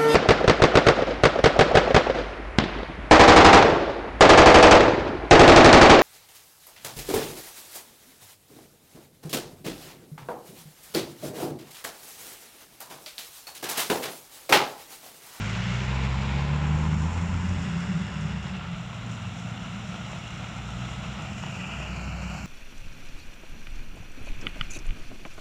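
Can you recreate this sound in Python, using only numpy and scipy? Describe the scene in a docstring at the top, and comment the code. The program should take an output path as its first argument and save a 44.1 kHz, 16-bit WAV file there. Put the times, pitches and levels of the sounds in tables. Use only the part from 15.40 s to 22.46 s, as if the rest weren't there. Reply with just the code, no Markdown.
"""Mud and a shallow pool in the open: a diesel four-wheel drive pulls out, lifts off and wades slowly, turning
towards the microphone. Cosines at multiples of the firing rate make the exhaust note; cosines at pitches of
their own make a drone and a growl; noise gated by each combustion, then filtered, makes rumble, boom, engine
clatter, wash and spray. Struck resonances make the knock, short damped bursts the mud slaps and drops; tones
hum in the distance."""
import sys
import numpy as np
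from scipy import signal
from scipy.fft import rfft, irfft, next_fast_len
from scipy.io import wavfile

SR = 44100
rng = np.random.default_rng(int(sys.argv[2]) if len(sys.argv) > 2 else 0)


def wav_record(signal):
    """Record a signal, one row per channel, as 16-bit PCM in the file named by sys.argv[1]."""
    frames = np.transpose(np.atleast_2d(signal))
    bounded = np.clip(frames, -1, 1)
    # unit amplitude maps onto the largest positive 16-bit level
    quanta = np.round(bounded * 32767).astype(np.int16)
    wavfile.write(sys.argv[1], SR, quanta)


N = 311346


def amp(db):
    """Decibel law: a level difference is 20 log10 of an amplitude ratio."""
    return 10 ** (np.asarray(db) / 20)


def rms_one(x):
    """Normalisation: scale to unit root-mean-square amplitude."""
    return x / np.sqrt(np.mean(x ** 2) + 1e-20)


def in_time(rows):
    """Linear interpolation: turn each column of a timed table into a curve over the scene."""
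    start_s, *columns = np.transpose(rows)
    return [np.interp(np.arange(N) / SR, start_s, column) for column in columns]


def drift(rate_hz):
    """Low-pass random process: two equal poles near rate_hz leave slow chance of spread 1."""
    step = 40     # computed on every 40th sample, then interpolated
    pole = np.exp(-2 * np.pi * rate_hz * step / SR)
    white = rng.standard_normal(N // step + 2002)
    slow = signal.lfilter([1], [1, -2 * pole, pole * pole], white)[2000:]     # drop the settling time
    return np.interp(np.arange(N) / step, np.arange(len(slow)), rms_one(slow))


def colour(x, spectrum):
    """Linear filtering: weight the spectrum of x by a (freq_hz, gain_db) curve, then set rms 1."""
    size = next_fast_len(N)
    freq_hz, gain_db = np.transpose(spectrum)
    log_bins = np.log(np.maximum(np.arange(size // 2 + 1) * SR / size, 1))
    gain = amp(np.interp(log_bins, np.log(freq_hz), gain_db))
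    return rms_one(irfft(rfft(x, size) * gain, size)[:N])


def tone(cycles, level_db, waver_db=4.5):
    """Phase alignment: a wavering cosine of given rms; multiples of one rate dip together into a pulse."""
    level = amp(level_db + waver_db * drift(25.0))
    return -np.sqrt(2) * level * np.cos(2 * np.pi * cycles)


def near(hz, ring):
    """Resonance curve: the loss in dB of a tone away from the centre frequency."""
    centre_hz, width_hz = ring
    return -20 * np.log10(1 + (2 * (hz - centre_hz) / width_hz) ** 2)


def firing_gate(cycles, depth, unevenness_db):
    """Amplitude modulation: a decaying burst after each combustion, each of its own strength."""
    strength_db = unevenness_db * rng.standard_normal(1000).clip(-2, 1.3)
    strength = amp(strength_db)[cycles.astype(int)]
    return 1 + depth * strength * np.exp(-3.0 * (cycles % 1))


def droplets(per_s, share, gate):
    """Poisson process: random droplet clicks of widely spread size over gated hiss."""
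    size = amp(5.2 * np.minimum(rng.exponential(1, N), 3.0))
    clicks = (rng.random(N) < per_s / SR) * size * rng.choice([-1, 1], N)
    return rms_one(rng.standard_normal(N) * gate) + share * rms_one(clicks)


# engine speed: start_s [s], firing_hz [Hz]
ENGINE_SPEED = [(0, 51), (.15, 55.8), (.29, 60.1), (.55, 65.3), (.83, 66.5), (1.06, 71.7), (1.42, 77.3),
                (1.62, 77.5), (1.7, 83), (1.79, 85.7), (1.97, 86.5), (2.18, 88), (2.3, 83.2), (2.38, 85),
                (2.47, 90), (2.6, 78.5), (2.82, 79.3), (3.08, 72.5), (3.32, 64.6), (3.55, 58), (3.75, 58.2),
                (4, 59.4), (4.3, 56.6), (4.75, 58), (4.95, 58.6), (5.15, 56.7), (5.43, 61), (5.6, 62.7),
                (6.09, 62.3), (6.41, 61.3), (6.7, 62.2), (7.06, 63.5)]
# the two strongest exhaust tones: start_s [s], firing tone level_db [dB], second multiple level_db [dB]
FIRING_TONES = [(0, -39, -33), (.3, -38.5, -31), (.6, -29, -30), (.9, -30, -30.5), (1.1, -31.5, -27.5),
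                (1.4, -28.5, -27.5), (1.62, -30.5, -29.5), (1.675, -27.5, -29.5), (1.72, -31.5, -47),
                (1.8, -27.5, -36), (1.86, -34, -29), (1.91, -30.5, -49), (1.96, -24, -42), (2.02, -38, -38),
                (2.05, -31, -24.5), (2.08, -28, -47), (2.11, -25.5, -32.5), (2.2, -33.5, -42),
                (2.25, -37, -28), (2.28, -37.5, -42), (2.35, -41, -28), (2.47, -52, -34),
                (2.53, -54, -34.5), (2.61, -57, -31), (2.66, -60, -52), (2.75, -60, -37), (2.84, -60, -32),
                (2.95, -60, -39), (3.08, -57, -55), (3.3, -55, -40.5), (3.5, -56, -41), (3.62, -55, -40.5),
                (3.71, -55, -35.5), (3.8, -56, -43), (3.88, -58, -35), (3.95, -59, -49), (4.05, -58, -39),
                (4.16, -58, -39), (4.25, -59, -45), (4.42, -56, -42), (4.52, -55, -43.5),
                (4.65, -56, -41.5), (4.73, -53, -49), (4.8, -52, -44), (4.9, -51, -47), (5.05, -53, -39.5),
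                (5.1, -50, -47), (5.2, -42, -41.5), (5.33, -41, -42), (5.42, -42, -35.5), (5.55, -45, -41),
                (5.65, -42, -41), (5.85, -46, -44), (6.15, -58, -41.5), (6.28, -47, -57), (6.4, -39.5, -49),
                (6.7, -35, -50), (6.92, -38.5, -58), (7.06, -43, -49)]
# the belt-geared pair swells twice: peak_s [s], half_length_s [s], level_db [dB]
BELT_SWELLS = [(1.484, 0.2, -40.5), (3.15, 0.25, -41.5)]
BELT_LEAST_DB = -62
UPPER_SWELL_DB, UPPER_SWELL_HZ = 1.2, 1.9     # slow coming and going of the weaker tones
# the weaker multiples follow the firing tone; each is strongest near its resonance (centre Hz, width Hz)
THIRD_BELOW_FIRST_DB, THIRD_LEAST_DB, THIRD_RING = 10, -48.5, (189, 88)     # least before resonance loss
FOURTH_BELOW_FIRST_DB, FOURTH_RING = 19.5, (311, 47)
FIFTH_BELOW_FIRST_DB, FIFTH_RING = 22, (352, 50)


def exhaust():
    """Harmonic series shaped by pipe resonances: firing multiples, plus a pair geared to them by a belt."""
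    firing_hz, = in_time(ENGINE_SPEED)
    first, second = in_time(FIRING_TONES)
    cycles = np.cumsum(firing_hz * (1 + .002 * drift(6))) / SR     # the crank speed hunts
    t = np.arange(N) / SR

    third = np.maximum(first - THIRD_BELOW_FIRST_DB, THIRD_LEAST_DB) + near(3 * firing_hz, THIRD_RING)
    fourth = first - FOURTH_BELOW_FIRST_DB + near(4 * firing_hz, FOURTH_RING)
    fifth = first - FIFTH_BELOW_FIRST_DB + near(5 * firing_hz, FIFTH_RING)
    swells = [db - 6 * ((t - peak_s) / half_s) ** 4 for peak_s, half_s, db in BELT_SWELLS]
    belt = np.max(swells, axis=0).clip(BELT_LEAST_DB)
    third, fourth, fifth, belt = (
        db + UPPER_SWELL_DB * drift(UPPER_SWELL_HZ) for db in (third, fourth, fifth, belt))

    levels = [first, second, third, fourth, fifth]
    series = sum(tone((k + 1) * cycles, db, waver_db=.4 + .4 * k) for k, db in enumerate(levels))
    belt_pair = tone(4 / 3 * cycles, belt - 3) + tone(8 / 3 * cycles, belt, waver_db=3)
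    return series + belt_pair, cycles


# start_s [s], rumble level_db [dB], silencer boom level_db [dB];
# the boom opens strong, sinks, then swells unevenly and drops sharply at 2.66 s
LOW_LEVELS = [(0, -43.5, -33), (.7, -35.5, -49), (1.5, -36.5, -38.5), (1.72, -38, -39.5), (2.1, -35.5, -32),
              (2.4, -39.5, -41.5), (2.62, -38, -28), (2.66, -45, -41), (3, -45, -39), (3.3, -44, -38),
              (3.6, -44.5, -42), (4.2, -45.5, -41.5), (5, -42.5, -46), (5.6, -42, -46), (5.9, -42, -40),
              (6.2, -44, -40), (6.6, -43.5, -38), (7.06, -43.5, -44)]
# bands just below and just above the boom: start_s [s], below level_db [dB], above level_db [dB]
FLANK_LEVELS = [(0, -61, -40.5), (.4, -63, -60), (3.3, -54, -59), (3.7, -52, -51), (4.2, -59, -47),
                (4.7, -47, -58), (5.9, -49, -55), (6.4, -45, -49.5), (7.06, -46.5, -57)]
# colour of the low rumble: freq_hz [Hz], gain_db [dB, relative]
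RUMBLE_COLOUR = [(25, -18), (50, -1), (90, 1), (130, -1), (200, -2.5), (250, -10), (320, -21), (500, -45),
                 (2000, -120)]
# colour of the silencer boom: freq_hz [Hz], gain_db [dB, relative]
BOOM_COLOUR = [(90, -32), (135, -3), (160, -1), (185, 2.5), (205, -5), (230, -30.5), (300, -60),
               (2000, -120)]
# colour of the band just below the boom: freq_hz [Hz], gain_db [dB, relative]
BELOW_BOOM_COLOUR = [(100, -41), (135, -10.5), (150, 3), (165, -7.5), (200, -43), (2000, -120)]
# colour of the band just above the boom: freq_hz [Hz], gain_db [dB, relative]
ABOVE_BOOM_COLOUR = [(170, -44), (215, 3.5), (240, -1.5), (262, -3), (310, -38.5), (2000, -120)]


def rumble_and_boom(cycles):
    """Band-filtered flow noise: exhaust gas pulsed by each combustion, in four low bands."""
    gas = rng.standard_normal((4, N)) * firing_gate(cycles, depth=0.62, unevenness_db=-3.0)
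    levels = in_time(LOW_LEVELS) + in_time(FLANK_LEVELS)
    colours = [RUMBLE_COLOUR, BOOM_COLOUR, BELOW_BOOM_COLOUR, ABOVE_BOOM_COLOUR]
    return sum(amp(db) * colour(noise, band) for db, noise, band in zip(levels, gas, colours))


# distant tones at full level: pitch_hz [Hz], level_db [dB]
HUM_TONES = [(98, -51.5), (147, -57), (181, -48.5), (203, -51), (265, -65.5)]
HUM_RISE_S, HUM_RISE_DB = (3, 3.66), 0.5     # comes up to full level between these times


def hum():
    """Superposition of pure tones: fixed pitches, each swelling and sinking by itself."""
    t = np.arange(N) / SR
    rise_db = np.interp(t, HUM_RISE_S, [-HUM_RISE_DB, 0])
    return amp(rise_db) * sum(tone(hz * t, db + 3.8 * drift(1.24), waver_db=2.5) for hz, db in HUM_TONES)


# body resonances: pitch_hz [Hz], width_hz [Hz], lift_db [dB, mean]
PANEL_RESONANCES = [(696, 250, 2.5), (1010, 110, 1), (1372, 183, 5), (2140, 150, 1.5), (2820, 310, 4),
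                    (3380, 220, 1.5)]


def panels(x):
    """Panel resonance: each mode lifts a narrow band that comes and goes by chance, independently."""
    for hz, width_hz, db in PANEL_RESONANCES:
        lift = amp(db + 0.72 * drift(8.9)) - 1
        x = x + lift * signal.lfilter(*signal.iirpeak(hz, hz / width_hz, SR), x)
    return x


# the vehicle turns: start_s [s], heading [0 tail-on, 1 rear, 2 rear quarter, 3 side, 4 broadside,
# 5 front quarter, 6 nose-on]
HEADING = [(0, 0), (.4, 0), (.6, 1), (1.05, 1), (1.25, 2), (1.8, 2), (2.3, 3), (3, 3), (3.4, 4), (5.75, 4),
           (5.95, 4.6), (6.08, 4.7), (6.22, 5), (6.44, 5), (6.56, 6), (7.06, 6)]


def facing(view):
    """Linear crossfade: the share of one numbered view as the vehicle turns."""
    heading, = in_time(HEADING)
    return np.clip(1 - abs(heading - view), 0, 1)


# start_s [s], upper band of clatter and wash level_db [dB], spray level_db [dB]
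WET_LEVELS = [(0.0, -38.5, -50), (0.29, -37.5, -53), (1.16, -39, -55.5), (1.65, -41, -51),
              (1.67, -40.5, -52.5), (1.75, -41, -51), (1.99, -42, -53.5), (2.16, -41.5, -52),
              (2.36, -42, -52.5), (3.01, -43.5, -57), (3.05, -42.5, -55), (3.24, -43.5, -60.5),
              (3.42, -45.5, -58), (3.68, -44, -57.5), (3.72, -44.5, -52), (3.78, -44, -56.5),
              (3.93, -45.5, -56.5), (4.01, -44.5, -54), (4.13, -44.5, -56.5), (4.74, -43, -53),
              (4.8, -44.5, -55), (4.84, -43.5, -55.5), (5.48, -43.5, -54.5), (5.52, -41.5, -51),
              (5.56, -43.5, -54), (5.72, -42, -54.5), (5.74, -46, -54), (5.76, -41.5, -55.5),
              (5.96, -44, -53.5), (5.98, -43, -52.5), (6.23, -40, -53), (6.74, -43, -55.5),
              (6.96, -42.5, -52), (7.06, -44.5, -52.5)]
WASH_FULL_DB = 2     # the whole clatter and wash is this much above its upper band
# colour of clatter and wash, tail-on: freq_hz [Hz], gain_db [dB, relative]
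TAIL = [(180, -42), (300, -11), (384, 0), (422, -6), (560, -3.5), (760, -7), (929, -3.5), (1290, -6),
        (1400, -4.5), (1690, -4.5), (2040, -2), (5000, -16), (6500, -19), (11000, -120)]
# the same from the rear: freq_hz [Hz], gain_db [dB, relative]
REAR = [(180, -14), (300, -7.5), (334, -8), (403, -2), (510, -4), (692, -7.5), (855, -2.5), (1020, -2),
        (1160, -8), (1390, -8), (1700, -7.5), (2410, -5), (2900, -11.5), (3800, -12), (4500, -18.5),
        (5000, -18), (6500, -32), (11000, -120)]
# the same from the rear quarter: freq_hz [Hz], gain_db [dB, relative]
QUARTER = [(180, -13), (300, -8), (334, -5.5), (371, -4.5), (403, -3.5), (510, -4), (692, -9), (855, -0.5),
           (1020, -4.5), (1160, -6.5), (1390, -7.5), (1500, -7.5), (2410, -9), (4500, -21.5), (5000, -26),
           (6500, -48), (11000, -120)]
# the same from the side: freq_hz [Hz], gain_db [dB, relative]
SIDE_ON = [(180, -43), (300, -5), (389, -0.5), (510, -8), (573, -1), (676, -10.5), (725, -4.5), (1420, -5),
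           (2070, -4.5), (2330, -8), (2810, -6), (3090, -13.5), (3390, -9.5), (4240, -18.5), (5000, -19),
           (6500, -33), (11000, -120)]
# the same broadside: freq_hz [Hz], gain_db [dB, relative]
BROADSIDE = [(180, -34), (300, -4.5), (334, -5), (407, -8.5), (475, -6), (560, -6.5), (668, -2),
             (886, -5.5), (1130, -6.5), (1320, -3.5), (1520, -7.5), (1750, -10), (2070, -6.5), (2350, -8),
             (2720, -7), (3100, -10), (3470, -10), (4050, -13.5), (4660, -24.5), (5000, -20.5), (6500, -37),
             (11000, -120)]
# the same from the front quarter: freq_hz [Hz], gain_db [dB, relative]
FRONT = [(180, -37), (300, -6), (528, -9.5), (652, -4.5), (974, -7.5), (1030, -11), (1250, -6.5),
         (1770, -12), (1970, -5.5), (2170, -17), (2400, -2), (2750, -3), (3000, -8), (3300, -16),
         (3730, -22.5), (4150, -22.5), (5000, -21), (6500, -53), (11000, -120)]
# the same nose-on: freq_hz [Hz], gain_db [dB, relative]
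NOSE = [(180, -30), (300, -1), (437, -9.5), (480, -8), (580, -3.5), (769, -2), (1110, -6), (1440, -5),
        (2000, -12), (2250, -3), (2590, -3.5), (3010, -10), (3470, -25), (4290, -13), (5000, -19),
        (6500, -61), (11000, -120)]


def clatter_and_wash(cycles, surge):
    """Directivity: combustion clatter and wading take the colour of the side facing the microphone."""
    upper_band_db, _ = in_time(WET_LEVELS)
    gate = firing_gate(cycles, depth=0.25, unevenness_db=6.0)
    source = panels(droplets(900, 0.37, gate) * amp(0.44 * surge))
    views = [TAIL, REAR, QUARTER, SIDE_ON, BROADSIDE, FRONT, NOSE]
    turned = sum(facing(k) * colour(source, view) for k, view in enumerate(views))
    return amp(upper_band_db + WASH_FULL_DB) * turned


# colour of the spray away from the flank: freq_hz [Hz], gain_db [dB, relative]
SPRAY_COLOUR = [(3500, -52), (4700, -11.5), (5500, 1), (5900, -2.5), (6500, -3), (7150, 2), (7800, -5.5),
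                (8200, -14.5), (9600, -18), (10500, -28.5), (12000, -31.5), (15200, -36)]
# colour of the spray seen side-on: freq_hz [Hz], gain_db [dB, relative]
SPRAY_SIDE_ON = [(3500, -52), (4700, -11), (5300, 2), (5700, -1), (6200, -5.5), (7150, 0), (7800, -5.5),
                 (8200, -14), (9600, -17), (10500, -28), (12000, -31), (15200, -39)]
# colour of the spray seen broadside: freq_hz [Hz], gain_db [dB, relative]
SPRAY_BROADSIDE = [(3500, -51), (4700, -14), (5300, -2.5), (5750, 1), (6400, -5.5), (7150, 0.5),
                   (7800, -6.5), (8200, -14.5), (9600, -17.5), (10500, -27), (12000, -31.5), (15200, -39)]


def spray(cycles, surge):
    """Directivity of droplet noise: fine spray shifts colour while the flank faces the microphone."""
    _, level_db = in_time(WET_LEVELS)
    gate = firing_gate(cycles, depth=0.17, unevenness_db=12.5)
    source = droplets(2500, 0.43, gate) * amp(0.5 * surge)
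    side_on, broadside = facing(3), facing(4)
    turned = side_on * colour(source, SPRAY_SIDE_ON) + broadside * colour(source, SPRAY_BROADSIDE)
    turned = turned + (1 - side_on - broadside) * colour(source, SPRAY_COLOUR)
    return amp(level_db) * turned


# finest, highest hiss: start_s [s], level_db [dB]
MIST_LEVEL = [(0, -76), (.7, -82), (1.6, -94), (3.4, -77), (4.6, -77), (6, -74), (6.8, -70), (7.06, -64)]
MIST_HZ = 10000     # lower edge


def mist():
    """High-pass filtering of white noise: a smooth hiss at the very top."""
    level_db, = in_time(MIST_LEVEL)
    high_pass = signal.butter(4, MIST_HZ, "high", fs=SR, output="sos")
    return amp(level_db) * rms_one(signal.sosfilt(high_pass, rng.standard_normal(N)))


# larger drops in the spray: start_s [s], level_db [dB, before a 7 dB cut]
DROP_TICKS = [(0.1045, -39), (1.351, -37), (1.8143, -40), (2.093, -39), (2.2184, -42), (2.8095, -38),
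              (3.3328, -49), (3.9958, -40), (4.8773, -38), (5.0844, -38), (5.1814, -45), (5.2769, -43),
              (5.8202, -38), (5.932, -40), (6.4278, -38.5)]
DROP_S = 0.0035     # decay time constant


def drops():
    """Transient envelope: ticks with a soft half-millisecond rise, then a decay, in a duller spray colour."""
    shape, t = np.zeros(N), np.arange(600) / SR
    tick = np.exp(-t / DROP_S) * np.clip(t / .0005, 0, 1)
    for start_s, db in DROP_TICKS:
        shape[round(start_s * SR):][:len(t)] += amp(db - 7) * tick
    return shape * colour(rng.standard_normal(N), SPRAY_COLOUR[:-3] + [(10500, -60)])     # no very top


# combustion knock under load, in bursts: start_s [s], level_db [dB]
KNOCK_LEVEL = [(.4, -70), (.5, -50), (.57, -41), (.62, -48), (.88, -47), (.93, -43), (.96, -48),
               (1.01, -41), (1.06, -48), (1.12, -45), (1.25, -49), (1.3, -42), (1.34, -49), (1.4, -43),
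               (1.47, -46), (1.7, -48), (2.05, -50), (2.3, -70)]
# engine block resonances: pitch_hz [Hz], t60_s [s], level_db [dB, relative to each other]
KNOCK_RINGS = [(890, 0.022, 2.5), (1003, 0.028, 9.5), (2340, 0.0073, -6)]
KNOCK_BURST_S = .002     # decay time constant of a blow, a short puff of noise


def knock(cycles):
    """Struck resonator: each combustion excites the engine block's modes with a strength of its own."""
    level_db, = in_time(KNOCK_LEVEL)
    fires, out = np.diff(np.floor(cycles), prepend=0), 0
    burst_decay = np.exp(-1 / (KNOCK_BURST_S * SR))
    for hz, t60_s, db in KNOCK_RINGS:
        radius, angle = amp(-60 / (t60_s * SR)), 2 * np.pi * hz / SR
        blows = fires * amp(2.5 * rng.standard_normal(N).clip(-2, 2)) + 1e-18
        puffs = signal.lfilter([1], [1, -burst_decay], blows) * rng.standard_normal(N)
        ring = signal.lfilter([1], [1, -2 * radius * np.cos(angle), radius * radius], puffs)
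        out = out + amp(db) * rms_one(ring)
    return amp(level_db) * rms_one(out)


# mud on the panels: start_s [s], level_db [dB, main cosine at onset before the low-pass], pitch_hz [Hz]
MUD_SLAPS = [(.57, -25, 950), (.675, -27, 1000), (1.454, -26, 1000), (3.097, -31, 1000), (3.53, -30, 1100),
             (3.848, -32, 1000), (4.27, -31, 1300), (4.702, -31, 900), (4.714, -32, 800), (4.732, -28, 750),
             (5.187, -32, 780), (5.29, -30, 1000), (5.755, -33, 1000), (6.0376, -23.5, 900),
             (6.066, -27, 900), (6.401, -28, 700), (6.428, -30, 1000)]


def slaps():
    """Damped oscillation: short knocks, low-passed so that they are dull at this distance."""
    out, t = np.zeros(N), np.arange(600) / SR
    for start_s, db, hz in MUD_SLAPS:
        blow = np.cos(2 * np.pi * hz * t) + 0.33 * np.cos(2 * np.pi * 2600 * t)
        blow = blow + 0.3 * rng.standard_normal(len(t))
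        out[round(start_s * SR):][:len(t)] += amp(db) * blow * np.exp(-t / .0012)
    return signal.sosfilt(signal.butter(4, 3500, fs=SR, output="sos"), out)


# a drone that climbs with road speed, then holds: start_s [s], pitch_hz [Hz], level_db [dB],
# octave level_db [dB], one-and-a-half multiple level_db [dB]
DRONE_TONES = [(1.2, 49.4, -65, -48, -56), (1.7, 49.8, -60, -42, -57), (2.249, 67.5, -46, -40.5, -53),
               (2.65, 69.64, -44, -41.5, -41), (3, 68, -37.5, -50, -45), (3.07, 68.4, -42, -39, -55),
               (3.3, 67.56, -49, -48, -50)]


def drone():
    """Simple frequency ratios: three tones at 1, 3/2 and 2 times one pitch fade in and out."""
    hz, first, octave, between = in_time(DRONE_TONES)
    cycles, t = np.cumsum(hz) / SR, np.arange(N) / SR
    to_nearest_end = np.minimum(t - DRONE_TONES[0][0], DRONE_TONES[-1][0] - t)
    gate = np.clip(to_nearest_end / 0.082, 0, 1)     # fade length in s
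    parts = [(1, first), (3 / 2, between), (2, octave)]
    return gate * sum(tone(ratio * cycles, db, waver_db=1.5) for ratio, db in parts)


# a higher strand of the growl around the throttle lift: start_s [s], pitch_hz [Hz], level_db [dB]
GROWL_STRAND = [(2.4, 184.2, -59), (2.5, 190.7, -29.5), (2.58, 191, -34.5), (2.64, 196.6, -38),
                (2.7, 199.5, -44), (2.95, 202.2, -43), (3.15, 193.2, -38.5), (3.3, 187.6, -68)]


def growl():
    """Frequency glide: phase is the integral of pitch, here of one tone above the second multiple."""
    hz, level_db = in_time(GROWL_STRAND)
    t = np.arange(N) / SR
    sounding = (t > GROWL_STRAND[0][0]) * (t < GROWL_STRAND[-1][0])
    return sounding * tone(np.cumsum(hz) / SR, level_db, waver_db=.8)


def scene():
    """Superposition in the open: the pressures of all sources add, with no reflections."""
    tones, cycles = exhaust()
    surge = drift(22.0)     # clatter, wash and spray surge together at random
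    engine = tones + rumble_and_boom(cycles) + knock(cycles) + drone() + growl()
    wet = clatter_and_wash(cycles, surge) + spray(cycles, surge) + mist() + drops() + slaps()
    return (engine + hum() + wet)[None]


CUTOFF_HZ = 15800     # stopband edge


def record(dry):
    """Band limitation: a steep low-pass filter cuts the top."""
    return signal.sosfilt(signal.cheby2(12, 70, CUTOFF_HZ, fs=SR, output="sos"), dry)


dry = scene()
out = record(dry)
wav_record(out)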